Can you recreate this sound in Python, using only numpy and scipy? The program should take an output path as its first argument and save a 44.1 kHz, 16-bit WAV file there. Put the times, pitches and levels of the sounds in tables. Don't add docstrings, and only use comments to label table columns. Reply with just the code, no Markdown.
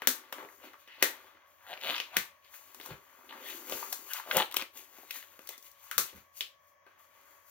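import sys
import numpy as np
from scipy import signal
from scipy.fft import rfft, irfft
from scipy.io import wavfile

SR = 44100
rng = np.random.default_rng(int(sys.argv[2]) if len(sys.argv) > 2 else 0)


def inscribe(sig):
    pcm = np.round(np.clip(np.atleast_2d(sig).T, -1, 1) * 32767)
    wavfile.write(sys.argv[1], SR, pcm.astype(np.int16))


N = 331058


def from_db(db):
    return 10 ** (np.asarray(db) / 20)


def rms_one(x):
    return x / np.sqrt(np.mean(x ** 2) + 1e-20)


def in_time(rows):
    s, *columns = np.transpose(rows)
    t = np.arange(N) / SR
    return [np.interp(t, s, column) for column in columns]


def colour(x, points, share=1):
    hz, db = np.transpose(points)
    grid_hz = np.maximum(np.arange(1025) * SR / 2048, 1)
    gain_db = share * np.interp(np.log(grid_hz), np.log(np.maximum(hz, 1)), db)
    cepstrum = irfft(np.log(from_db(gain_db)))
    cepstrum[1:1024] *= 2
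    cepstrum[1025:] = 0
    response = irfft(np.exp(rfft(cepstrum)))
    if x.ndim > 1:
        response = response[None]
    return signal.oaconvolve(x, response)[..., :x.shape[-1]]


def band(x, low_hz, high_hz):
    sos = signal.butter(2, [low_hz, high_hz], "band", fs=SR, output="sos")
    return signal.sosfilt(sos, x)


def ring(x, hz, t60):
    decay = from_db(-60 / (t60 * SR))
    turn = 2 * np.pi * hz / SR
    return signal.lfilter([.5, 0, -.5], [1, -2 * decay * np.cos(turn), decay * decay], x + 1e-18)


def grains(per_s, spread_db):
    sizes = from_db(spread_db * np.minimum(rng.exponential(1, N), 4))
    sizes = sizes * rng.choice([-1, 1], N)
    return sizes * (rng.random(N) < per_s / SR)


def buckling(per_s, spread_db, low_hz, high_hz, cycles):
    clicks = grains(per_s, spread_db)
    patch = rng.integers(0, 16, N)
    total = np.zeros(N)
    for k, hz in enumerate(np.geomspace(low_hz, high_hz, 16)):
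        total += ring(clicks * (patch == k), hz, cycles / hz)
    return rms_one(total)


SWELL_RANGE_DB = 20


def swells(s, rise_s, fall_s, peaks_db, rest_db):
    late = np.arange(0, N + 64, 64)[:, None] / SR - s
    before = -late / np.maximum(rise_s, .005)
    after = late / np.maximum(fall_s, .005)
    under_db = SWELL_RANGE_DB * np.where(late < 0, before, after)
    power = from_db(-2 * under_db) @ from_db(2 * np.transpose(peaks_db))
    power = power + from_db(2 * np.array(rest_db))
    return [np.interp(np.arange(N) / 64, np.arange(len(p)), np.sqrt(p)) for p in power.T]


def narrow_noise(hz, width_hz):
    lowpass = signal.butter(2, width_hz / 2, fs=SR, output="sos")
    slow = signal.sosfilt(lowpass, rng.standard_normal((2, N)))
    carrier = np.exp(2j * np.pi * np.cumsum(hz * np.ones(N)) / SR)
    return rms_one(np.real((slow[0] + 1j * slow[1]) * carrier))


# (frequency [Hz], gain [dB])
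ROOM_COLOUR = [(15, -48.5), (25, -42), (92, 8.5), (192, -77.5), (358, -36.5), (568, 11), (787, -3.5),
               (1120, 9.5), (1430, -10.5), (1730, 5.5), (4020, -22), (6550, -7.5), (7710, -69),
               (14800, -29.5), (16500, -3.5)]
# (frequency [Hz], rms level [dB])
FAN_TONES = [(559.9, -82.5), (1120, -72.5)]
# (frequency [Hz], width [Hz], rms level [dB])
FAN_AIR = [(1675, 170, -83.5), (2280, 84, -85), (3280, 79, -86)]
ROOM_TONE_DB = -66


def background():
    white = rng.standard_normal((3, N))
    noise = white[:2] + 0.5 * band(white[2], 20, 760)
    total = from_db(ROOM_TONE_DB) * rms_one(colour(noise, ROOM_COLOUR))
    t = np.arange(N) / SR
    waver = np.cumsum(rng.standard_normal(N)) * 0.012
    for hz, db in FAN_TONES:
        phase = 2 * np.pi * hz * t + waver * hz / 1000
        total = total + np.sqrt(2) * from_db(db) * np.sin(phase)
    for hz, width_hz, db in FAN_AIR:
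        total = total + from_db(db) * narrow_noise(hz, width_hz)
    return total


# (frequency [Hz], gain [dB])
HISS_COLOUR = [(2650, -30), (4500, -9.5), (5330, -13), (6550, -3), (8320, -15), (10400, -11.5),
               (11600, -10), (15000, -4), (16100, -16.5), (16500, -39.5)]
# (time of peak [s], rise [s], fall [s],
#   hiss level [dB], small folds level [dB], middle folds level [dB], big folds level [dB])
RUB_EVENTS = [(0.03, 0.069, 0.54, -68, -59.5, -54, -64), (0.389, 0.068, 0.084, -62, -77.5, -49.5, -50),
              (0.52, 0.41, 0.45, -66.5, -90, -66.5, -71), (0.649, 0.058, 0.086, -63.5, -57, -54.5, -57),
              (0.739, 0.026, 0.03, -84, -80, -55.5, -82), (0.805, 0.046, 0.079, -68.5, -66.5, -70, -83),
              (0.88, 0.014, 0.22, -100, -64, -60, -87), (0.95, 0.13, .12, -74, -59, -74, -92),
              (1.006, 0.042, 0.45, -66, -57, -49.5, -59), (1.27, 0.57, 0.12, -70, -89.5, -84.5, -94.5),
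              (1.48, 0.05, 0.78, -72.5, -84, -98, -94), (1.708, 0.11, 0.13, -59, -58, -50.5, -87),
              (1.831, 0.013, 0.18, -53, -61, -58, -53), (1.899, 0.11, 0.17, -48.5, -42, -42, -53),
              (2.15, 0.052, 0.14, -59.5, -50.5, -47.5, -72), (2.445, 0.028, 0.21, -72, -65, -71.5, -94),
              (2.548, 0.061, 0.12, -55, -62.5, -59.5, -78), (2.69, 0.34, 0.42, -64, -69, -64, -75),
              (2.845, 0.11, 0.14, -56.5, -59, -64, -72), (2.912, 0.12, 0.072, -63, -57, -50, -50.5),
              (3.03, 0.34, 0.98, -91, -75, -64.5, -85), (3.25, 0.51, 0.23, -90, -99, -65, -70),
              (3.32, 0.066, 0.99, -82, -63, -55, -57), (3.502, 0.12, 0.089, -48, -48.5, -56.5, -54),
              (3.554, 0.037, 0.14, -51, -71, -63.5, -58.5), (3.672, 0.014, 0.14, -62, -55.5, -63, -58),
              (3.73, 0.13, 0.38, -45.5, -53.5, -49.5, -55.5), (3.92, 1, 0.3, -55, -75, -70, -107),
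              (4.117, 0.097, 0.026, -47, -57, -53, -101), (4.17, 0.09, 0.063, -45.5, -45.5, -43.5, -81.5),
              (4.335, 0.059, 0.066, -42.5, -63, -53, -56), (4.387, 0.11, 0.055, -40.5, -37.5, -32.5, -59),
              (4.601, 0.096, 0.05, -66, -43, -42, -55), (4.773, 0.042, 0.12, -50.5, -54.5, -57.5, -61),
              (4.968, 0.16, 0.52, -60, -66.5, -62, -69.5), (5.16, 0.069, 0.087, -46, -49, -55, -71),
              (5.33, 0.24, 0.16, -65, -68.5, -65, -76), (5.525, 0.19, 0.073, -57.5, -61.5, -58, -70),
              (5.665, 0.076, 0.052, -57, -63.5, -65.5, -76),
              (5.842, 0.11, 0.19, -60.5, -109.5, -64.5, -110), (5.95, 0.051, 0.25, -59, -71, -78, -90),
              (6.1, 0.43, 0.024, -72, -58.5, -62, -73), (6.16, 0.029, 0.086, -61.5, -63, -61, -68.5),
              (6.382, 0.039, 0.03, -48.5, -57, -67, -81), (6.691, 0.18, 0.061, -74, -83, -81, -87),
              (6.87, 0.039, 0.45, -83, -77, -67.5, -81), (6.995, 0.026, 0.17, -69, -74, -75, -99.5),
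              (7.15, 0.088, 0.54, -75, -76, -71, -89), (7.319, 0.37, 0.24, -70.5, -88, -68, -81),
              (7.48, 0.06, .3, -66, -95, -69.5, -93)]
# (hiss level [dB], small folds level [dB], middle folds level [dB], big folds level [dB])
HANDS_AT_REST = (-96.5, -102.5, -83.5, -93.5)


def rustle():
    s, rise_s, fall_s, *peaks_db = np.transpose(RUB_EVENTS)
    hiss = rms_one(colour(grains(9000, 4), HISS_COLOUR))
    small = rms_one(band(buckling(1500, 3.3, 2100, 4600, cycles=12), 1700, 4800))
    middle = band(buckling(800, 3.23, 868, 2200, cycles=8), 600, 3600)
    big = band(buckling(500, 3.5, 260, 950, cycles=11), 210, 1500)
    gains = swells(s, rise_s, fall_s, peaks_db, HANDS_AT_REST)
    return sum(gain * layer for gain, layer in zip(gains, [hiss, small, middle, big]))


# (time [s], ring peak level [dB], ring frequency [Hz],
#   crack peak level [dB], thump peak level [dB])
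SNAP_EVENTS = [(0.02, -25.5, 1470, -34, -37), (0.0728, -15, 1580, -2, -25),
               (0.3252, -29.5, 1100, -31, -38.5), (0.3268, -27, 3000, -29.5, -41),
               (0.427, -41, 970, -47, -37), (0.449, -44, 1300, -55, -41.5), (0.488, -44, 1000, -63, -57),
               (0.733, -49, 2280, -53.5, -56.5), (0.876, -43.5, 2720, -51, -51.5),
               (1.026, -9.5, 1777, -4.5, -19.5), (1.7378, -30.5, 2430, -54, -52),
               (1.775, -35, 2410, -58, -50), (1.813, -30, 2560, -42, -58), (1.957, -26, 2700, -39, -52),
               (1.964, -21, 2800, -36, -51), (1.981, -22, 2600, -35, -48.5), (2.001, -17, 2750, -30, -41),
               (2.1649, -23.5, 1430, -36, -58.5), (2.1684, -10, 1930, -7.5, -32),
               (2.4476, -49, 4500, -59, -71), (2.541, -42, 1600, -47, -73), (2.746, -47, 1240, -35.5, -51),
               (2.800, -36.5, 1520, -40.5, -44), (2.812, -34.5, 4020, -39, -65), (2.86, -41, 960, -31, -59),
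               (2.908, -40, 1324, -57, -47), (3.3262, -36.5, 930, -45, -59),
               (3.6968, -35.5, 1100, -28, -38), (3.713, -43, 1300, -34, -38), (3.7229, -23, 2760, -30, -29),
               (3.8284, -34, 1140, -48, -67), (3.926, -34, 1770, -24, -50), (3.9283, -33.5, 790, -18, -82),
               (4.1343, -34, 2540, -18.5, -71.5), (4.199, -30, 877, -34, -57),
               (4.288, -44, 900, -46.5, -39), (4.312, -14.5, 1500, -31, -44),
               (4.3136, -20.5, 2900, -39.5, -61), (4.3693, -10.5, 3420, -4.5, -20),
               (4.402, -19, 880, -39, -29), (4.408, -18.5, 874, -32.5, -24.5), (4.513, -34, 3220, -35, -59),
               (4.514, -40.5, 2200, -48, -66), (4.524, -29.5, 3240, -30.5, -62),
               (4.543, -28, 1120, -22, -43), (4.5649, -22.5, 3320, -21, -39), (4.568, -9.5, 3160, -10, -33),
               (4.597, -27, 2900, -53, -46.5), (4.606, -30, 2940, -41, -55), (4.614, -22.5, 2660, -42, -44),
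               (4.6226, -25.5, 2290, -30, -38), (4.985, -49, 895, -49, -43.5), (5.032, -57, 900, -59, -45),
               (5.108, -26, 2300, -30, -54), (5.110, -25.5, 3600, -26, -65), (5.227, -39.5, 1750, -57, -68),
               (5.239, -48, 1700, -55, -60), (5.392, -40.5, 1230, -41, -45.5), (5.418, -64, 1800, -48, -74),
               (5.473, -49, 1800, -33, -66), (5.49, -36, 2220, -25.5, -48), (5.492, -45, 2200, -32, -45),
               (5.579, -64, 3500, -40, -58), (5.626, -70, 3500, -44, -73), (5.715, -66, 3500, -47, -71.5),
               (5.913, -26, 1400, -24, -52.5), (5.9803, -20, 1200, -6.5, -32.5),
               (6.13, -49, 1090, -58, -47.5), (6.408, -15.5, 3130, -24, -44.5),
               (6.413, -36, 2350, -54, -60), (6.865, -55.5, 1150, -61.5, -55.5)]
# (frequency [Hz], gain [dB])
CRACK_COLOUR = [(2060, -36), (3500, 5.5), (4090, 8), (5200, 4.5), (5770, 10.5), (8030, 4.5), (11000, 3),
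                (15000, 8), (16000, -0.5), (16500, -33)]
SNAP_T60_S, SNAP_RISE_S = 0.021, 0.00087
OVERTONE, OVERTONE_DB = 2.2, -7.5


def snaps():
    size = 4096
    direct, around = np.zeros(N + size), np.zeros(N + size)
    t = np.arange(size) / SR
    click = 1. * (t == 0)
    noises = rng.standard_normal((len(SNAP_EVENTS), size))
    for (s, ring_db, hz, crack_db, thump_db), noise in zip(SNAP_EVENTS, noises):
        burst = noise * np.minimum(t / SNAP_RISE_S, 1) * np.exp(-np.log(1000) * t / SNAP_T60_S)
        burst *= 1 + 3 * np.exp(-t / 0.00064)
        burst[0] += from_db(0.17 * ring_db + 24.5)

        def patch(x):
            overtone = from_db(OVERTONE_DB) * ring(x, OVERTONE * hz, 3 / hz)
            return band(ring(x, hz, 7.25 / hz) - overtone, 1100, 6300)

        def crack(x):
            return colour(x, CRACK_COLOUR)

        def thump(x):
            return band(x, 270, 815)

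        i = round(s * SR)
        for shape, peak_db in [(patch, ring_db), (crack, crack_db), (thump, thump_db)]:
            part = shape(burst)
            part *= from_db(peak_db) / np.abs(part).max()
            direct[i:i + size] += part
            around[i:i + size] += rms_one(shape(click)) * np.std(part)
    return direct[:N], around[:N]


# (time [s], frequency [Hz], peak level [dB], time to fade 60 dB [s])
KNOCK_EVENTS = [(0.074, 252, -35, 0.11), (1.024, 1910, -23.5, 0.039), (2.17, 189, -40.5, 0.13),
                (2.912, 148, -41, 0.076), (3.547, 340, -46.5, 0.091), (3.828, 930, -30.5, 0.017),
                (4.37, 198, -33.5, 0.1), (6.867, 1570, -53, 0.053)]


def knocks():
    out = np.zeros(N)
    click = 1. * (np.arange(8192) == 0)
    for s, hz, db, t60 in KNOCK_EVENTS:
        i = round(s * SR)
        out[i:i + 8192] += from_db(db) * ring(click, hz, t60)
    return out


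# (time [s], level [dB])
AIR_PUSHES = [(0.08, -64), (1.03, -62.5), (1.88, -68), (2.176, -55), (2.919, -51.5), (3.74, -58.5),
              (4.37, -52.5), (4.58, -64), (5.99, -53), (6.16, -56)]
AIR_RISE_S, AIR_FALL_S, STILL_AIR_DB = 0.03, 0.065, -90


def puffs():
    shared, own = rng.standard_normal(N), rng.standard_normal((2, N))
    rumble = rms_one(band(band(shared + 0.3 * own, 45, 220), 40, 300))
    s, db = np.transpose(AIR_PUSHES)
    gain, = swells(s, AIR_RISE_S, AIR_FALL_S, [db], [STILL_AIR_DB])
    return gain * rumble


# (start time [s], length [s],
#   slip rate at the start [per s], film ring level at the end [dB], hollow ring level at the end [dB],
#   hollow frequency [Hz], growth as the film tightens [dB])
CREAK_EVENTS = [(0.357, 0.055, 250, -68, -57.5, 1110, 11), (1.661, 0.076, 200, -51.5, -55, 730, 16.5),
                (1.815, 0.097, 167, -39.5, -51.5, 594, 15), (1.926, 0.027, 150, -41, -71, 700, 6),
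                (3.288, 0.026, 260, -52, -65, 668, 14), (4.256, 0.051, 160, -76, -54, 630, 10),
                (4.325, 0.041, 230, -47, -41, 550, 14.5), (4.373, 0.056, 210, -42.5, -47.5, 824, -4)]
CREAK_SLOWING = .015
HOLLOW_T60_S = 0.015


def creaks():
    film, hollow = np.zeros((2, N))
    for start, length, per_s, film_db, hollow_db, hollow_hz, growth_db in CREAK_EVENTS:
        jitter, size = rng.standard_normal((2, 40))
        waits = np.exp(0.2 * jitter + CREAK_SLOWING * np.arange(40)) / per_s
        since = np.cumsum(waits)
        slip_db = 3 * size - growth_db * (1 - since / length) - 6
        slips = np.zeros(N)
        slips[((start + since) * SR).astype(int)] = from_db(slip_db) * (since < length)
        film += slips * from_db(film_db)
        hollow += from_db(hollow_db) * ring(slips, hollow_hz, HOLLOW_T60_S)
    film = ring(film, 2800, .003) - ring(film, 4100, .002) + .6 * ring(film, 1600, .003)
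    film = band(film, 1100, 5600)
    return from_db(26) * film + from_db(24.5) * hollow


# (time of peak [s], rise [s], fall [s], level of each band [dB],
#   low band frequency at the peak [Hz], high band frequency [Hz], glide of low band [octaves per s])
SWISH_EVENTS = [(0.882, 0.009, 0.28, -60, 1900, 2807, 0.06), (1.3, 0.2, 0.11, -72, 1194, 3400, 0.8),
                (1.712, 0.073, 0.11, -49.5, 750, 1698, -3.5), (1.863, 0.034, 0.086, -47, 617, 2410, 2),
                (2.128, .03, 0.2, -56.5, 752, 2486, 2.5), (3.46, 0.051, 0.18, -54.5, 1900, 3320, -0.4),
                (4.112, 0.034, 0.11, -49, 1604, 2890, -3.5), (4.375, 0.058, 0.052, -36.5, 653.7, 3120, 4.0),
                (5.155, 0.091, 0.094, -54.5, 1900, 3950, -3), (5.532, 0.021, 0.043, -58, 2020, 3570, 0.3)]
SWISH_WIDTH_HZ = 260


def swishes():
    s, rise_s, fall_s, db, low_hz, high_hz, glide = np.transpose(SWISH_EVENTS)
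    t = np.arange(N) / SR
    nearest = np.searchsorted((s[1:] + s[:-1]) / 2, t)
    glide_s = np.clip(t - s[nearest], -.1, .2)
    moving_hz = low_hz[nearest] * 2 ** (glide[nearest] * glide_s)
    low = narrow_noise(moving_hz, SWISH_WIDTH_HZ)
    high = narrow_noise(high_hz[nearest], 2 * SWISH_WIDTH_HZ)
    gain, = swells(s, rise_s, fall_s, [db], [-140])
    return gain * (low + high)


ROOM_T60_S, ECHO_RISE_S = 0.24, 0.0008


def room(x):
    t = np.arange(round(.4 * SR)) / SR
    own, shared = rng.standard_normal((2, len(t))), rng.standard_normal(len(t))
    clumps = np.repeat(rng.standard_normal((2, len(t) // 200 + 1)), 200, axis=1)[:, :len(t)]
    tail = band(own * from_db(0.56 * clumps), 810, 16000) + band(shared, 270, 620)
    tail = tail * np.exp(-np.log(1000) * t / ROOM_T60_S) * np.minimum(t / ECHO_RISE_S, 1) ** 2
    tail /= np.sqrt(np.sum(tail ** 2, axis=1, keepdims=True))
    return signal.oaconvolve(x[None], tail)[:, :N]


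# (time [s], echo level [dB], left over right level [dB])
HAND_PLACES = [(0, -2.5, 2.5), (1, -1.5, 0.91), (1.7, -9, 0.45), (2.02, -3.5, 1.3), (2.17, -4.5, 1.1),
               (3.8, -2, 1.6), (4.3, -7, 1.1), (4.6, -8, 2.8), (5.3, -6, 1.8), (6, 0.5, 2), (6.5, -3, 1.5),
               (7.5, 2, 4)]
RIGHT_LAG_S = .00005


def scene():
    echo_db, bearing_db = in_time(HAND_PLACES)
    direct, around = snaps()
    handling = rustle() + creaks() + swishes() + knocks()
    wet = room(from_db(echo_db) * (around + handling))
    gloves = (direct + handling) * from_db([bearing_db / 2, -bearing_db / 2])
    hz = np.arange(N // 2 + 1) * SR / N
    gloves[1] = irfft(rfft(gloves[1]) * np.exp(-2j * np.pi * hz * RIGHT_LAG_S), N)
    return gloves + wet + puffs() + background()


# (frequency [Hz], left over right level [dB])
PORT_DIFFERENCE = [(60, -5), (110, 3.5), (200, -3), (380, 2), (700, 1.5), (1290, 2.5), (2380, 4),
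                   (4400, 3.5), (8120, 4), (15000, 17)]
STEP_HZ, CUTOFF_HZ = 15800, 17100


def record(dry):
    left = colour(dry[0], PORT_DIFFERENCE, share=.5)
    right = colour(dry[1], PORT_DIFFERENCE, share=-.5)
    step = signal.ellip(4, .5, 14, STEP_HZ, fs=SR, output="sos")
    ports = signal.sosfilt(step, np.array([left, right]))
    ports = .95 * np.tanh(ports / .95)
    cut = signal.cheby2(16, 60, CUTOFF_HZ, fs=SR, output="sos")
    return signal.sosfilt(cut, ports)


dry = scene()
out = record(dry)
inscribe(out)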